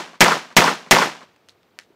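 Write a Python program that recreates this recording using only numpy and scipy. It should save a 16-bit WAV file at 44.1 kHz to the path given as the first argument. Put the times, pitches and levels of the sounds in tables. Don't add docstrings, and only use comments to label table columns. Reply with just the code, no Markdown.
import sys
import numpy as np
from scipy import signal
from scipy.fft import rfft, irfft, next_fast_len
from scipy.io import wavfile
from scipy.ndimage import uniform_filter1d

SR = 44100
rng = np.random.default_rng(int(sys.argv[2]) if len(sys.argv) > 2 else 0)


def inscribe(sig):
    pcm = np.round(np.clip(np.atleast_2d(sig).T, -1, 1) * 32767)
    wavfile.write(sys.argv[1], SR, pcm.astype(np.int16))


def voltage_ratio(level):
    return 10 ** (np.asarray(level, float) / 20)


N = 85995
ANSWER_N = SR + SR // 2

# (time [s], strength [dB])
SHOTS = [
    (-.165, 0.5),
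    (0.2064, 1.5),
    (.5660, 2),
    (.9100, 2),
]
# (frequency [Hz], loss rate [dB/s])
AIR_DB_PER_S = [(500, 8.5), (3000, 1.5), (8000, 13.5), (15000, 45.5)]


def unit(x):
    return x / np.sqrt(np.mean(x ** 2) + 1e-20)


def along(points, hz):
    f, v = np.transpose(points)
    return np.interp(np.log(hz + 1), np.log(f + 1), v)


def filtered(x, response):
    m = next_fast_len(x.shape[-1] + 8192)
    spectrum = rfft(x, m) * response(np.fft.rfftfreq(m, 1 / SR))
    return irfft(spectrum, m)[..., :x.shape[-1]]


def peak(hz, width_hz):
    return lambda f: (1.5j * f * width_hz / (hz * hz - f * f + 1.5j * f * width_hz)) ** 2


def shaped(noise, gain, size):
    hz, t, z = signal.stft(noise, SR, nperseg=size)
    z = z * gain(hz[:, None], t[None])
    return signal.istft(z, SR, nperseg=size)[1][:len(noise)]


def muzzle_blast():
    blast_s, blast_db = 0.0005, -3
    u = np.arange(ANSWER_N) / SR / blast_s
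    return voltage_ratio(blast_db) * (1 - u) * np.exp(-u)


def gas_jet(noise, grain):
    # (frequency [Hz], level [dB])
    jet_colour = [(100, -22), (300, -1), (1000, 6.5), (2500, -6), (6000, 3.5), (9000, -8.5), (15000, -11.5)]
    # (frequency [Hz], t60 [s])
    jet_t60 = [(200, .13), (1000, .09), (2500, .08), (6000, 0.075), (14000, 0.094)]
    # (frequency [Hz], rise time [s])
    jet_rise = [(200, 0.019), (1000, 0.002), (3000, 0.00067), (8000, 0.0015)]
    jet_db, jet_grain_db = -3.5, -2

    def gain(hz, s):
        decay = voltage_ratio(along(jet_colour, hz) - 60 * s / along(jet_t60, hz))
        return decay * (1 - np.exp(-(s + 0.00023) / along(jet_rise, hz)))

    return voltage_ratio(jet_db) * shaped(noise * voltage_ratio(jet_grain_db * grain), gain, size=64)


def ground_scatter(noise, grain):
    # (frequency [Hz], density [dB per Hz])
    yard_colour = [(80, -32), (170, 0.5), (400, -3), (1000, 0), (2500, -7), (6000, -12.5), (9000, -22.5),
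                   (15000, -30)]
    grain_db = 2
    return unit(filtered(noise * voltage_ratio(grain_db * grain), lambda hz: voltage_ratio(along(yard_colour, hz))))


def yard(noise, grain):
    # (delay [s], level [dB])
    yard_fade = [(0, -5.5), (0.039, -18.5), (0.119, -20.5), (.17, -29), (0.199, -35), (0.269, -45),
                 (.325, -47), (.35, -57), (0.451, -72.5)]
    delay_s, fade_db = np.transpose(yard_fade)

    def gain(hz, s):
        return voltage_ratio(np.interp(s, delay_s, fade_db, right=-120) - s * along(AIR_DB_PER_S, hz))

    return shaped(ground_scatter(noise, grain), gain, size=256)


def far_trees(noise, grain):
    # (frequency [Hz], level [dB])
    far_bass = [(60, 0), (150, 1), (300, -1)]
    far_db, far_t60_s = -47, 1.4

    def gain(hz, s):
        return voltage_ratio(far_db + along(far_bass, hz) - 60 * s / far_t60_s - s * along(AIR_DB_PER_S, hz))

    return shaped(ground_scatter(noise, grain), gain, size=256)


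def burst(noise, hz, width_hz, t60_s):
    front_s, wake_rise = .17, 0.031
    t = np.arange(len(noise)) / SR
    push = noise * voltage_ratio(-60 * t / t60_s) * (1 - np.exp(-t / (wake_rise * t60_s)))
    push[0] = front_s / t60_s
    out = filtered(push, peak(hz, width_hz))
    return out / np.abs(out).max()


def walls_and_panels(noise):
    # (delay [s], level [dB], centre [Hz], width [Hz], t60 [s])
    walls = [(.0003, 3.5, 4445, 5000, 0.017), (.005, 0.5, 2180, 600, 0.054), (.012, -8, 1120, 600, 0.023),
             (.016, -3, 2220, 500, .03), (.018, -3.5, 230, 241.7, .012), (.024, -10.5, 500.6, 700, 0.034),
             (.034, -6.5, 330, 341, .022), (.035, -12, 6500, 5000, .015), (.040, 1.5, 2100, 1500, 0.01),
             (.0550, -1, 800, 700, .012), (.0592, -3, 900, 600, .016), (.0725, -6.5, 880, 403, .055),
             (.076, -8.5, 4697, 1000, .01), (.084, -17.5, 5087, 4970, 0.017), (.100, -13, 1150, 700, .08),
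             (.108, -10.5, 1250, 500, 0.077), (.113, -11.5, 450, 500, .015), (.146, -18, 900, 890, .04),
             (.159, -20.5, 755, 700, 0.037), (.225, -43, 395.8, 402, .03), (.240, -54, 1200, 930, 0.01),
             (.304, -38, 1150, 350, 0.047), (.320, -45, 1090, 900, 0.024), (.452, -46, 1500, 1950, 0.025)]
    from_s, every_s, panel_db, fade_db = 0.089, 0.0097, -14.5, 5.5
    panels = [(from_s + k * every_s, panel_db - k * fade_db, 300, 1000, .015) for k in range(9)]
    out = np.zeros(ANSWER_N)
    for k, (s, db, hz, width_hz, t60_s) in enumerate(walls + panels):
        echo = burst(noise[k * 1024:][:4096], hz, width_hz, t60_s)
        out[round(s * SR):][:4096] += voltage_ratio(db) * echo
    return out


def answer(noise):
    grain_s = .0008
    grain = unit(uniform_filter1d(noise[0, ::-1], size=round(grain_s * SR)))
    direct = muzzle_blast() + gas_jet(noise[0], grain)
    return direct + yard(noise[1], grain) + far_trees(noise[2], grain) + walls_and_panels(noise[3])


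def pistol():
    # (frequency [Hz], share of an echo that repeats from shot to shot)
    same_share = [(300, 0.78), (2000, 0.62), (6000, 1), (12000, .3)]
    lead = SR // 4
    out = np.zeros(lead + N + ANSWER_N)
    place = rng.standard_normal((4, ANSWER_N))

    def share(hz):
        return np.clip(along(same_share, hz), 0, 1)

    for s, db in SHOTS:
        fresh = rng.standard_normal((4, ANSWER_N))
        noise = filtered(place, lambda hz: np.sqrt(share(hz)))
        noise = noise + filtered(fresh, lambda hz: np.sqrt(1 - share(hz)))
        out[lead + round(s * SR):][:ANSWER_N] += voltage_ratio(db) * answer(noise)
    return out[lead:][:N]


def outdoors():
    # (frequency [Hz], density [dB per Hz])
    floor_colour = [(40, 14), (80, 1.5), (160, -5.5), (450, -4), (900, -10), (4000, -21), (10000, -35.5),
                    (15000, -31)]
    # (frequency [Hz], lump depth [dB])
    lump_depth = [(300, -0.5), (800, 2.5), (2000, -1.5)]
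    floor_db = -55
    patches = rng.standard_normal((129, N // 128 + 2))
    patches = uniform_filter1d(patches, size=5, axis=0)
    patches = unit(uniform_filter1d(patches, size=3, axis=1))

    def gain(hz, s):
        return voltage_ratio(along(lump_depth, hz) * patches[:, :s.size])

    lumps = shaped(rng.standard_normal(N), gain, size=256)
    return voltage_ratio(floor_db) * unit(filtered(lumps, lambda hz: voltage_ratio(along(floor_colour, hz))))


def contact(hz, width_hz, rattle_db):
    rattle_t60_s, rattle_grain_db = 0.12, 4
    t = np.arange(8192) / SR
    grain = unit(uniform_filter1d(rng.standard_normal(len(t)), size=40))
    push = voltage_ratio(rattle_db - 60 * t / rattle_t60_s + rattle_grain_db * grain)
    push = push * rng.standard_normal(len(t))
    push[0] = -1
    tick = filtered(push, peak(hz, width_hz))
    return tick / np.abs(tick).max()


def ticks_and_cases():
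    # (time [s], peak level [dB], ring [Hz], width [Hz], rattle level [dB])
    knocks = [(.2420, -3.5, 8200, 842, -69), (0.869, -40, 198, 123.9, -40), (1.487, -30.5, 3460, 4920, -26),
              (1.4876, -31, 1786, 3500, -30.5), (1.4943, -34, 4074, 1000, -36),
              (1.511, -62, 3990, 4960, -26), (1.549, -54, 446, 300, -29), (1.632, -45, 2500, 2200, -36),
              (1.7889, -17, 2050, 1700, -40), (1.7889, -23, 4200, 1500, -38),
              (1.7889, -26, 6500, 4000, -36), (1.7889, -33, 700, 800, -40), (1.7974, -33.5, 1760, 900, -29),
              (1.799, -35, 5500, 3000, -40), (1.801, -47, 4010, 5010, -23.5), (1.811, -43, 3480, 4000, -19),
              (1.835, -41, 3500, 4000, -29.5), (1.865, -55, 454, 300, -29), (1.903, -46.5, 370, 118.6, -26),
              (1.944, -52, 500, 300, -36)]
    lead_in_s, top_hz = .0055, 9000
    lead_ins = [(s - lead_in_s, -34, 5500, 6000, -6) for s, _ in SHOTS if s > 0]
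    out = np.zeros(N + SR)
    for s, db, hz, width_hz, rattle_db in knocks + lead_ins:
        out[round(s * SR):][:8192] += voltage_ratio(db) * contact(hz, width_hz, rattle_db)
    return filtered(out[:N], lambda f: top_hz ** 2 / (top_hz ** 2 - f * f + 1.4j * f * top_hz))


def scene():
    return (pistol() + outdoors() + ticks_and_cases())[None]


def roll_off(x):
    return signal.sosfilt(signal.butter(12, 15920, fs=SR, output="sos"), x)


def record(dry):
    clip_top, clip_hard = 1, 2.6
    bass_cut_hz, top_hz = 107.4, 15700
    thump_db, thump_hz, thump_power = -7, 45, 5
    held = dry / (1 + np.abs(dry / clip_top) ** clip_hard) ** (1 / clip_hard)

    def band(f):
        cut = ((1j * f) ** 2 / (bass_cut_hz ** 2 - f * f + 1.3j * f * bass_cut_hz)) ** 2
        return cut / (1 + (f / top_hz) ** 200)

    thump = filtered(np.abs(held) ** thump_power, lambda f: (1 + 1j * f / thump_hz) ** -2)
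    mix = filtered(held, band) - voltage_ratio(thump_db) * thump
    return roll_off(np.clip(mix, -1, 1))


dry = scene()
out = record(dry)
inscribe(out)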